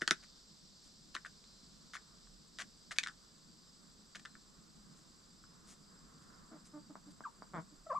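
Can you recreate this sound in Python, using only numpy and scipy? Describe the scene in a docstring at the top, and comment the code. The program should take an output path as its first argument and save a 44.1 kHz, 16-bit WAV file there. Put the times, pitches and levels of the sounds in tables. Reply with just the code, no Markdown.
"""Hen at a hanging feeder

A hen pecks grain from a hanging plastic feeder under a low tin-roofed shelter. Her beak cracks
against the tray, rings it and stirs the feed; later, feathers rustle and the flock gives soft
clucks and squeaks, shaped by throat and beak. Crickets and katydids rasp their wings in the
field all round, over light air and a faint distant rumble."""
import sys
import numpy as np
from scipy import signal
from scipy.fft import rfft, irfft, next_fast_len
from scipy.io import wavfile

SR = 44100
rng = np.random.default_rng(int(sys.argv[2]) if len(sys.argv) > 2 else 0)


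def wav_record(signal):
    """Record a signal, one row per channel, as 16-bit PCM in the file named by sys.argv[1]."""
    frames = np.transpose(np.atleast_2d(signal))
    bounded = np.clip(frames, -1, 1)
    # unit amplitude maps onto the largest positive 16-bit level
    quanta = np.round(bounded * 32767).astype(np.int16)
    wavfile.write(sys.argv[1], SR, quanta)


N = 352359
TIME = np.arange(N) / SR


def amp(db):
    """Decibels to gain."""
    return 10 ** (np.asarray(db) / 20)


def unit(x):
    """Scales to rms 1."""
    return x / np.sqrt(np.mean(x ** 2) + 1e-20)


def peaked(x):
    """Scales to peak 1."""
    return x / abs(x).max()


def read(points, hz):
    """Reads a curve on a log-frequency axis."""
    f, value = np.transpose(points)
    return np.interp(np.log(hz + 1), np.log(f), value)


def follow(rows, t):
    """Each column of an automation curve at the times t."""
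    times, *columns = np.transpose(rows)
    return [np.interp(t, times, column) for column in columns]


def add(mix, start, sound):
    """Mixes a sound in at a start time in seconds."""
    part = mix[max(round(start * SR), 0):][:len(sound)]
    part += sound[:len(part)]


def colour(x, eq):
    """Runs a full-length signal through an EQ curve."""
    size = next_fast_len(N, real=True)
    return irfft(rfft(x, size) * amp(read(eq, np.fft.rfftfreq(size, 1 / SR))), size)[..., :N]


def pulse(eq, size=2048):
    """The minimum-phase click with a given spectrum."""
    log_gain = np.log(amp(read(eq, abs(np.fft.fftfreq(size, 1 / SR)))))
    return np.fft.ifft(np.exp(np.conj(signal.hilbert(log_gain)))).real


def drift(n, per_s):
    """A random modulator that glides to a new value per_s times a second."""
    knots = rng.standard_normal(4096)
    return np.interp(np.arange(n) / SR * per_s, np.arange(len(knots)), knots)


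def ring(modes, t, tuning=1, tilt_db=0):
    """Struck modes, neighbours swinging opposite ways; tilt_db per octave favours the high ones."""
    out = np.zeros(len(t))
    for k, (hz, db, t60) in enumerate(modes):
        envelope = amp(db + tilt_db * np.log2(hz / modes[0][0]) - 60 * t / t60)
        out += (-1) ** k * envelope * np.sin(2 * np.pi * hz * tuning * t)
    return out


def spread(mid, side, width, pan_db):
    """Mid and side to stereo; positive pan_db leans left."""
    return np.array([(mid + width * side) * amp(pan_db / 2), (mid - width * side) * amp(-pan_db / 2)])


def crackle(showers, eq, per_s, spread_db):
    """Short showers of tiny clicks of uneven size."""
    out, click, n = np.zeros(N), pulse(eq), SR // 4
    for start, length, db in showers:
        hits = rng.random(n) < per_s / SR
        sizes = amp(spread_db * np.minimum(rng.exponential(1, n), 3))
        ticks = (hits * sizes * rng.choice([-1, 1], n))[:int(length * SR)]
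        shower = unit(ticks * signal.windows.tukey(len(ticks), .3))
        add(out, start, amp(db) * signal.fftconvolve(shower, click / np.linalg.norm(click)))
    return out


# Side-channel EQ, setting how diffuse the beds are: (frequency [Hz], gain [dB])
BED_SIDE_EQ = [(60, -12.5), (130, -6), (290, -3), (640, -0.5), (1410, -2), (3100, 0), (6820, -11),
               (15000, -6)]

def bed(eq, db, flutter_db, flutter_per_s, pan_db):
    """A distant, partly diffuse noise bed with a fluttering level."""
    mid, side = unit(colour(rng.standard_normal((2, N)), eq))
    stereo = spread(mid, colour(side, BED_SIDE_EQ), 0.92, pan_db)
    return stereo * amp(db + flutter_db * drift(N, flutter_per_s))


# Tone of the open air: (frequency [Hz], gain [dB])
AIR_EQ = [(20, -9), (45, -8), (105, -11), (200, -14.5), (400, -14), (800, -22), (1200, -23), (2400, -28),
          (4500, -24), (7600, -20), (8300, -22), (10500, -41), (12500, -45), (15000, -51.5)]

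def open_air():
    """A broad, steady hush, with light air buffeting the microphone in the sub-bass."""
    hush = bed(AIR_EQ, db=-69.5, flutter_db=.6, flutter_per_s=2.9, pan_db=-2.5)
    gust_eq = [(15, -3), (42, 16), (80, -10.5), (130, -16), (300, -50.5)]
    return hush + bed(gust_eq, db=-74.5, flutter_db=4.2, flutter_per_s=9, pan_db=-2)


# Tone of the far rumble: (frequency [Hz], gain [dB])
RUMBLE_EQ = [(90, -12.5), (125, -3.5), (155, 6), (205, 7), (260, -1), (350, -8), (600, -58)]
# Its fader ride: (time [s], level [dB])
RUMBLE_RIDE = [(0.4, -72), (2.29, -68), (3.73, -69.5), (4.9, -64.5), (5.12, -66), (7.4, -66.5)]

def distant_rumble():
    """Low, fluttering noise that slowly builds."""
    return bed(RUMBLE_EQ, follow(RUMBLE_RIDE, TIME)[0], flutter_db=2.7, flutter_per_s=22, pan_db=-0.61)


# Tone of the far rushing: (frequency [Hz], gain [dB])
RUSH_EQ = [(300, 7.5), (600, 0.5), (850, -1.5), (1080, 9.5), (1400, 7), (1900, -2.5), (2600, -20),
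           (4000, -27.5)]
# Its fader ride: (time [s], level [dB])
RUSH_RIDE = [(0.3, -75.5), (0.57, -82.5), (2.05, -74.5), (2.54, -79), (5.76, -72), (6.31, -66.5),
             (6.65, -73.5), (7.9, -74)]

def distant_rush():
    """A soft midrange rushing that swells and ebbs."""
    return bed(RUSH_EQ, follow(RUSH_RIDE, TIME)[0], flutter_db=1.5, flutter_per_s=19, pan_db=-0.92)


# Tone of the massed far insects: (frequency [Hz], gain [dB])
CHORUS_EQ = [(2500, -25.5), (3300, -13.5), (4000, -5.5), (4900, -3), (5700, -5), (6500, -15.5),
             (7500, -7.5), (8300, -26.5), (10000, -77)]

def insect_chorus(start_db=-65, fade_db_per_s=1.2):
    """Far insects blur into one shimmer that slowly dies down."""
    return bed(CHORUS_EQ, start_db - fade_db_per_s * TIME, flutter_db=.9, flutter_per_s=60, pan_db=0)


# Nearer crickets and katydids: (centre [Hz], bandwidth [Hz], stroke rate [1/s], unevenness [dB],
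# opening level [dB], closing level [dB])
INSECT_VOICES = [(4737, 300, 23, 3, -73.5, -75.5), (5100, 110, 18, 3.5, -74.5, -78),
                 (7480, 380, 16, 0.6, -76.5, -74), (7860, 300, 14, 1.4, -79, -78),
                 (3635, 290, 37, 2, -82.5, -88.5)]

def near_insects(stroke_depth=.45, rate_wander=.3):
    """Each rasps a narrow band in quick wing strokes that come in uneven spurts."""
    out, size = np.zeros((2, N)), next_fast_len(N)
    f = np.fft.rfftfreq(size, 1 / SR)
    for hz, width, per_s, swell_db, first_db, last_db in INSECT_VOICES:
        band = 1 / (1 + (2 * (f - hz) / width) ** 4)
        rasp = unit(irfft(band * rfft(rng.standard_normal((2, size))), size)[:, :N])
        cycles = np.cumsum(per_s * (1 + rate_wander * drift(N, 6))) / SR
        spurts = amp(swell_db * drift(N, 8.2))
        strokes = unit((1 + stroke_depth * np.cos(2 * np.pi * cycles)) * spurts)
        fader = amp(first_db + (last_db - first_db) * TIME / TIME[-1])
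        out += spread(*rasp, width=.25, pan_db=0.63) * strokes * fader
    return out


# Early reflections off ground, wall and roof: (delay [s], level before the echo_db trim [dB])
REFLECTIONS = [(.0017, -17), (.0088, -25.5), (0.0135, -18)]
# Decay of the scatter under the roof: (frequency [Hz], t60 [s])
SHELTER_DECAY = [(150, 0.053), (500, 0.07), (1600, 0.081), (4000, 0.054), (12000, 0.075)]

def shelter(x, wet_db, echo_db, pan_db, late_db=-27, late_t60=0.28, width=0.68):
    """The direct sound, a few near reflections, a short scatter and a faint longer tail."""
    t = TIME[:SR // 2]
    hz, age, noise = signal.stft(rng.standard_normal((2, len(t))), SR, nperseg=256)
    decay = amp(-60 * age / read(SHELTER_DECAY, hz)[:, None]) + amp(late_db - 60 * age / late_t60)
    fade_in = np.clip((t - .002) / 0.0045, 0, 1)
    tail = signal.istft(noise * decay, SR, nperseg=256)[1][:, :len(t)] * fade_in
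    mid, side = amp(wet_db) * tail / np.linalg.norm(tail[0])
    mid[0] += 1  # direct sound
    for delay, db in REFLECTIONS:
        mid[round(delay * SR)] += amp(db + echo_db)
    return signal.fftconvolve(x[None], spread(mid, side, width, pan_db), axes=1)[:, :N]


# Feather and grass brushes: (time [s], length [s], level [dB])
RUSTLE_CUES = [(.82, .082, -72), (4.97, .028, -70.5), (5.665, 0.081, -63), (6.215, .027, -72),
               (6.65, 0.029, -65.5), (7.105, .019, -69)]
# Their papery tone: (frequency [Hz], gain [dB])
FEATHER_EQ = [(300, 4), (1500, 8), (2600, 5.5), (4500, 9.5), (8000, 13.5), (10500, 1), (15000, -17)]

def feather_rustles():
    """Feathers and grass brush in a fine, bright crackle."""
    return crackle(RUSTLE_CUES, FEATHER_EQ, per_s=2500, spread_db=2)


# Low clucks: (time [s], length [s], starting pitch [Hz], fall [octaves], level [dB],
# brightness [dB/octave], roughness [0-1])
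CLUCK_CUES = [(6.505, 0.082, 332, 0.243, -56.5, -4, 0.54), (6.731, 0.077, 298.8, 0.027, -51.5, -4.5, 0.2),
              (6.891, 0.041, 345, 0.46, -51, -8, 0.3), (7.061, 0.055, 299, .12, -56.5, -17, 0.25),
              (7.531, 0.078, 193, .38, -42, 2, 0.24), (7.711, 0.042, 308, .15, -61.5, -10, 0.27)]
# Single pops of the voice: (time [s], peak level [dB])
POP_CUES = [(6.955, -37), (7.2065, -38), (7.422, -36.5)]
# Formants of the throat: (frequency [Hz], gain [dB])
THROAT_EQ = [(70, -43), (165, 14), (300, 4), (460, -4.5), (680, -1), (850, -4), (1150, 0), (1450, -7),
             (2200, -17.5), (2650, -40), (3500, -29), (4500, -60), (9000, -71)]

def clucks(jitter=0.1, attack_s=0.012, release_s=0.029, dulling_db_per_octave=1):
    """Uneven syrinx pulses, with a puff in each cycle, ring the throat; a lone pulse makes a pop."""
    out, throat = np.zeros(N), pulse(THROAT_EQ)
    for start, length, start_hz, fall, db, bright_db, rough in CLUCK_CUES:
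        t = np.arange(0, length, 1 / SR)
        hz = start_hz * 2 ** (-fall * t / length)
        slope_db = bright_db - dulling_db_per_octave * (t / length - .5)  # dulls as breath runs out
        cycles = np.cumsum(hz * (1 + jitter * rough * drift(len(t), 245))) / SR
        buzz = sum(amp(slope_db * np.log2(k)) * np.cos(2 * np.pi * k * cycles) for k in range(1, 30))
        puffs = np.exp(-(cycles % 1) / 1.6) * rng.standard_normal(SR)[:len(t)]
        tone, rasp = (unit(signal.fftconvolve(drive, throat)[:len(t)]) for drive in (buzz, puffs))
        envelope = np.minimum(t / attack_s, 1) * np.minimum((length - t) / release_s, 1)
        add(out, start, amp(db) * envelope * unit((1 - rough) * tone + rough * rasp))
    open_beak_hz = 1100  # the resonance the pops centre on
    pop = peaked(pulse([(hz, db - 5 * abs(np.log2(hz / open_beak_hz))) for hz, db in THROAT_EQ]))
    for start, db in POP_CUES:
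        add(out, start, amp(db) * pop)
    return out


# Two squeaks, one automation curve each: (time [s], pitch [Hz], level [dB])
SQUEAK_CURVES = [
    [(7.237, 1580, -50), (7.247, 1610, -52.5), (7.255, 1236, -40.5), (7.273, 934, -48), (7.285, 880, -61)],
    [(7.86, 713, -68), (7.87, 642, -46), (7.888, 655, -67), (7.896, 691, -49), (7.906, 565, -37),
     (7.922, 498, -36), (7.934, 666, -43), (7.944, 672, -46), (7.952, 1040, -39), (7.964, 1216, -37),
     (7.98, 1034, -40.5), (7.989, 1080, -42)],
]
# Resonance of the half-open beak: (frequency [Hz], gain [dB])
BEAK_EQ = [(400, -13), (600, -8), (800, 13), (1100, 2), (1300, -6), (1650, -13.5), (2300, -31), (3200, -36),
           (6000, -64)]

def squeaks(slope_db=-3, jitter=.005):
    """Clear gliding notes; the half-open beak picks out the partial nearest its resonance."""
    out, harmonics = np.zeros(N), np.arange(1, 6)[:, None]
    for curve in SQUEAK_CURVES:
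        t = np.arange(curve[0][0], curve[-1][0], 1 / SR)
        hz, db = follow(curve, t)
        phase = 2 * np.pi * np.cumsum(hz * (1 + jitter * drift(len(t), 290))) / SR
        gains = amp(read(BEAK_EQ, harmonics * hz) + slope_db * np.log2(harmonics))
        note = np.sqrt(2) * (gains * np.sin(harmonics * phase)).sum(0) / np.linalg.norm(gains, axis=0)
        add(out, t[0], amp(db) * note * signal.windows.tukey(len(t), .08))
    return out


# Pings of the wire hanger: (time [s], pitch [Hz], level [dB], t60 [s])
HANGER_CUES = [(1.441, 4080, -66, 1.8), (4.254, 4110, -64, 0.6)]

def hanger_pings(rise_s=.025):
    """The wire takes a moment to pick up a knock, then rings on one thin note."""
    out, t = np.zeros(N), TIME[:SR]
    for start, hz, db, t60 in HANGER_CUES:
        add(out, start, ring([(hz, db, t60)], t) * (1 - np.exp(-t / rise_s)))
    return out


# Modes of the hollow bin above the tray: (frequency [Hz], level [dB], t60 [s])
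BIN_MODES = [(166, 1, 0.076), (235, -1, 0.074), (345, 15.5, 0.023), (640, 1.5, 0.03505)]
# Knocks that shake the whole bin: (time [s], peak level [dB])
THUMP_CUES = [(.0188, -35.5), (.0775, -44.5), (0.1111, -31.5), (1.153, -52)]

def bin_thumps(rise_s=.002):
    """The hollow bin booms briefly, adding weight under a few of the pecks."""
    out, t = np.zeros(N), TIME[:SR // 6]
    thump = peaked(ring(BIN_MODES, t) * (1 - np.exp(-t / rise_s)))
    for start, db in THUMP_CUES:
        add(out, start, amp(db) * thump)
    return out


# Sweeps of the beak through the feed: (time [s], length [s], level [dB])
STIR_CUES = [(.009, 0.026, -50), (.222, 0.025, -61.5), (1.143, 0.018, -50), (1.252, 0.018, -56),
             (1.934, 0.037, -51.5), (2.586, 0.041, -46.5), (2.911, 0.0183, -45), (2.956, 0.019, -58.5),
             (4.153, 0.017, -50.5), (4.195, 0.0045, -56.5)]
# Tone of one grain's click: (frequency [Hz], gain [dB])
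GRAIN_EQ = [(100, -39.5), (400, -22.5), (700, -5), (900, -16.5), (1200, -2.5), (1800, 1.5), (2600, -6.5),
            (3600, -4.5), (5000, -9.5), (7000, -8.5), (10000, -22), (15000, -44)]

def grain_stirs():
    """The beak ploughs through the grain in short, gritty showers."""
    return crackle(STIR_CUES, GRAIN_EQ, per_s=1200, spread_db=3.5)


# Beak hits on the tray: (time [s], level [dB], hardness [dB/octave], tray tuning [ratio])
PECK_CUES = [(0.0187, -24.5, -2, 1.01), (.0775, -12.5, 4, .85), (0.1097, -9, 3.5, .98),
             (0.1099, -20.5, 1.5, 1.22), (1.151, -28, 1, 0.76), (1.1645, -33.5, -2, 1.05),
             (1.2479, -35.5, -9, 1.04), (1.2596, -38.5, -12, 1.05), (1.441, -48, 8, 1.1),
             (1.9348, -39.5, 1, 0.93), (1.9525, -34, -5, .83), (1.967, -36, -3, 1.08),
             (2.271, -59, 0, 0.87), (2.5871, -30, 4, 0.98), (2.5975, -36, -9, 1.18),
             (2.6208, -33.5, 4, 0.85), (2.9094, -36.5, -1.5, 1.07), (2.9857, -11, 3, 1.2),
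             (3.033, -30, 3.5, 1.4), (3.037, -23.5, 4.5, 1.06), (3.0616, -32.5, -3, 1.02),
             (3.0705, -33.5, -4, 0.98), (3.0726, -27, 11, .85), (3.085, -34.5, 1, 0.936),
             (3.095, -43, -10, 0.94), (4.149, -41, -2, 0.99), (4.1544, -36, 4, 0.94),
             (4.2518, -36, -2.5, 0.91), (4.2568, -37, 0.5, 0.93), (4.3519, -45.5, -9, 0.99),
             (5.438, -51, -4, .8)]
# Modes of the plastic tray: (frequency [Hz], level [dB], t60 [s])
TRAY_MODES = [(1126, -9, .009), (1350, -0.5, 0.012), (1567, 4.5, 0.009), (1825, 1.5, .012),
              (2165, -6.5, 0.013), (2850, -13.5, 0.0047), (3945, -7, 0.0099), (4950, -7, .004)]
# The beak's own dry crack: (frequency [Hz], gain [dB])
CRACK_EQ = [(200, -39), (550, -25), (800, -13), (1100, -11.5), (1800, -1.5), (2700, -2.5), (3700, 4.5),
            (5200, -4), (7200, -6.5), (9500, -16.5), (12000, -33), (15500, -40)]

def pecks(detune=.03, spot_db=1.2, crack_per_hardness=2, chatter_db=-12, chatter_s=0.0013):
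    """Each hit cracks, rings the tray and jolts the grain in it; harder hits are brighter."""
    out, t = np.zeros(N), TIME[:SR // 6]
    crack = peaked(pulse(CRACK_EQ, size=len(t)))
    # A small tray gives off little bass, and the beak's contact time rounds off the top.
    tray_band = signal.butter(3, [1050, 6060], "bandpass", fs=SR, output="sos")
    for start, db, hardness, tuning in PECK_CUES:
        spot = rng.standard_normal((len(TRAY_MODES), 2))  # each spot on the rim rings differently
        modes = [(hz * (1 + detune * pitch_shift), level + spot_db * level_shift, t60)
                 for (hz, level, t60), (pitch_shift, level_shift) in zip(TRAY_MODES, spot)]
        tap = peaked(signal.sosfilt(tray_band, ring(modes, t, tuning, hardness)))
        knock = peaked(tap + amp(crack_per_hardness * hardness) * crack)
        chatter = rng.standard_normal(len(t)) * np.exp(-t / chatter_s)
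        contact = amp(chatter_db) * chatter / np.linalg.norm(chatter)
        contact[0] += 1  # the blow itself, ahead of the chattering grains
        peck = signal.fftconvolve(knock, contact / np.linalg.norm(contact))[:len(t)]
        add(out, start, amp(db) * peck)
    return out


def scene():
    """The feeder is close and a little left; the voices lie further in, the field all round."""
    foley = pecks() + bin_thumps() + hanger_pings() + grain_stirs() + feather_rustles()
    near = shelter(foley, wet_db=-9, echo_db=-6.5, pan_db=2)
    low_voices = shelter(clucks(), wet_db=-5, echo_db=-18, pan_db=0.5)
    high_voices = shelter(squeaks(), wet_db=-8.5, echo_db=-16, pan_db=2)
    field = open_air() + distant_rumble() + distant_rush() + insect_chorus() + near_insects()
    return field + low_voices + high_voices + near


def record(dry, lag_s=1.25e-5, hiss_db=-82, cutoff_hz=15400):
    """The left microphone hears a trifle later and adds a thin hiss; both sides get a steep high cut."""
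    hiss_eq = [(4000, -28), (9000, -6), (12500, 3.5), (15000, -2.5), (17000, -6)]
    hiss = amp(hiss_db) * unit(colour(rng.standard_normal(N), hiss_eq))
    delay = np.exp(-2j * np.pi * np.fft.rfftfreq(N, 1 / SR) * lag_s)
    left = irfft(rfft(dry[0]) * delay, N) + hiss
    high_cut = signal.firwin(511, cutoff_hz, window=("kaiser", 9), fs=SR)
    return signal.oaconvolve(np.array([left, dry[1]]), high_cut[None], "same")


dry = scene()
out = record(dry)
wav_record(out)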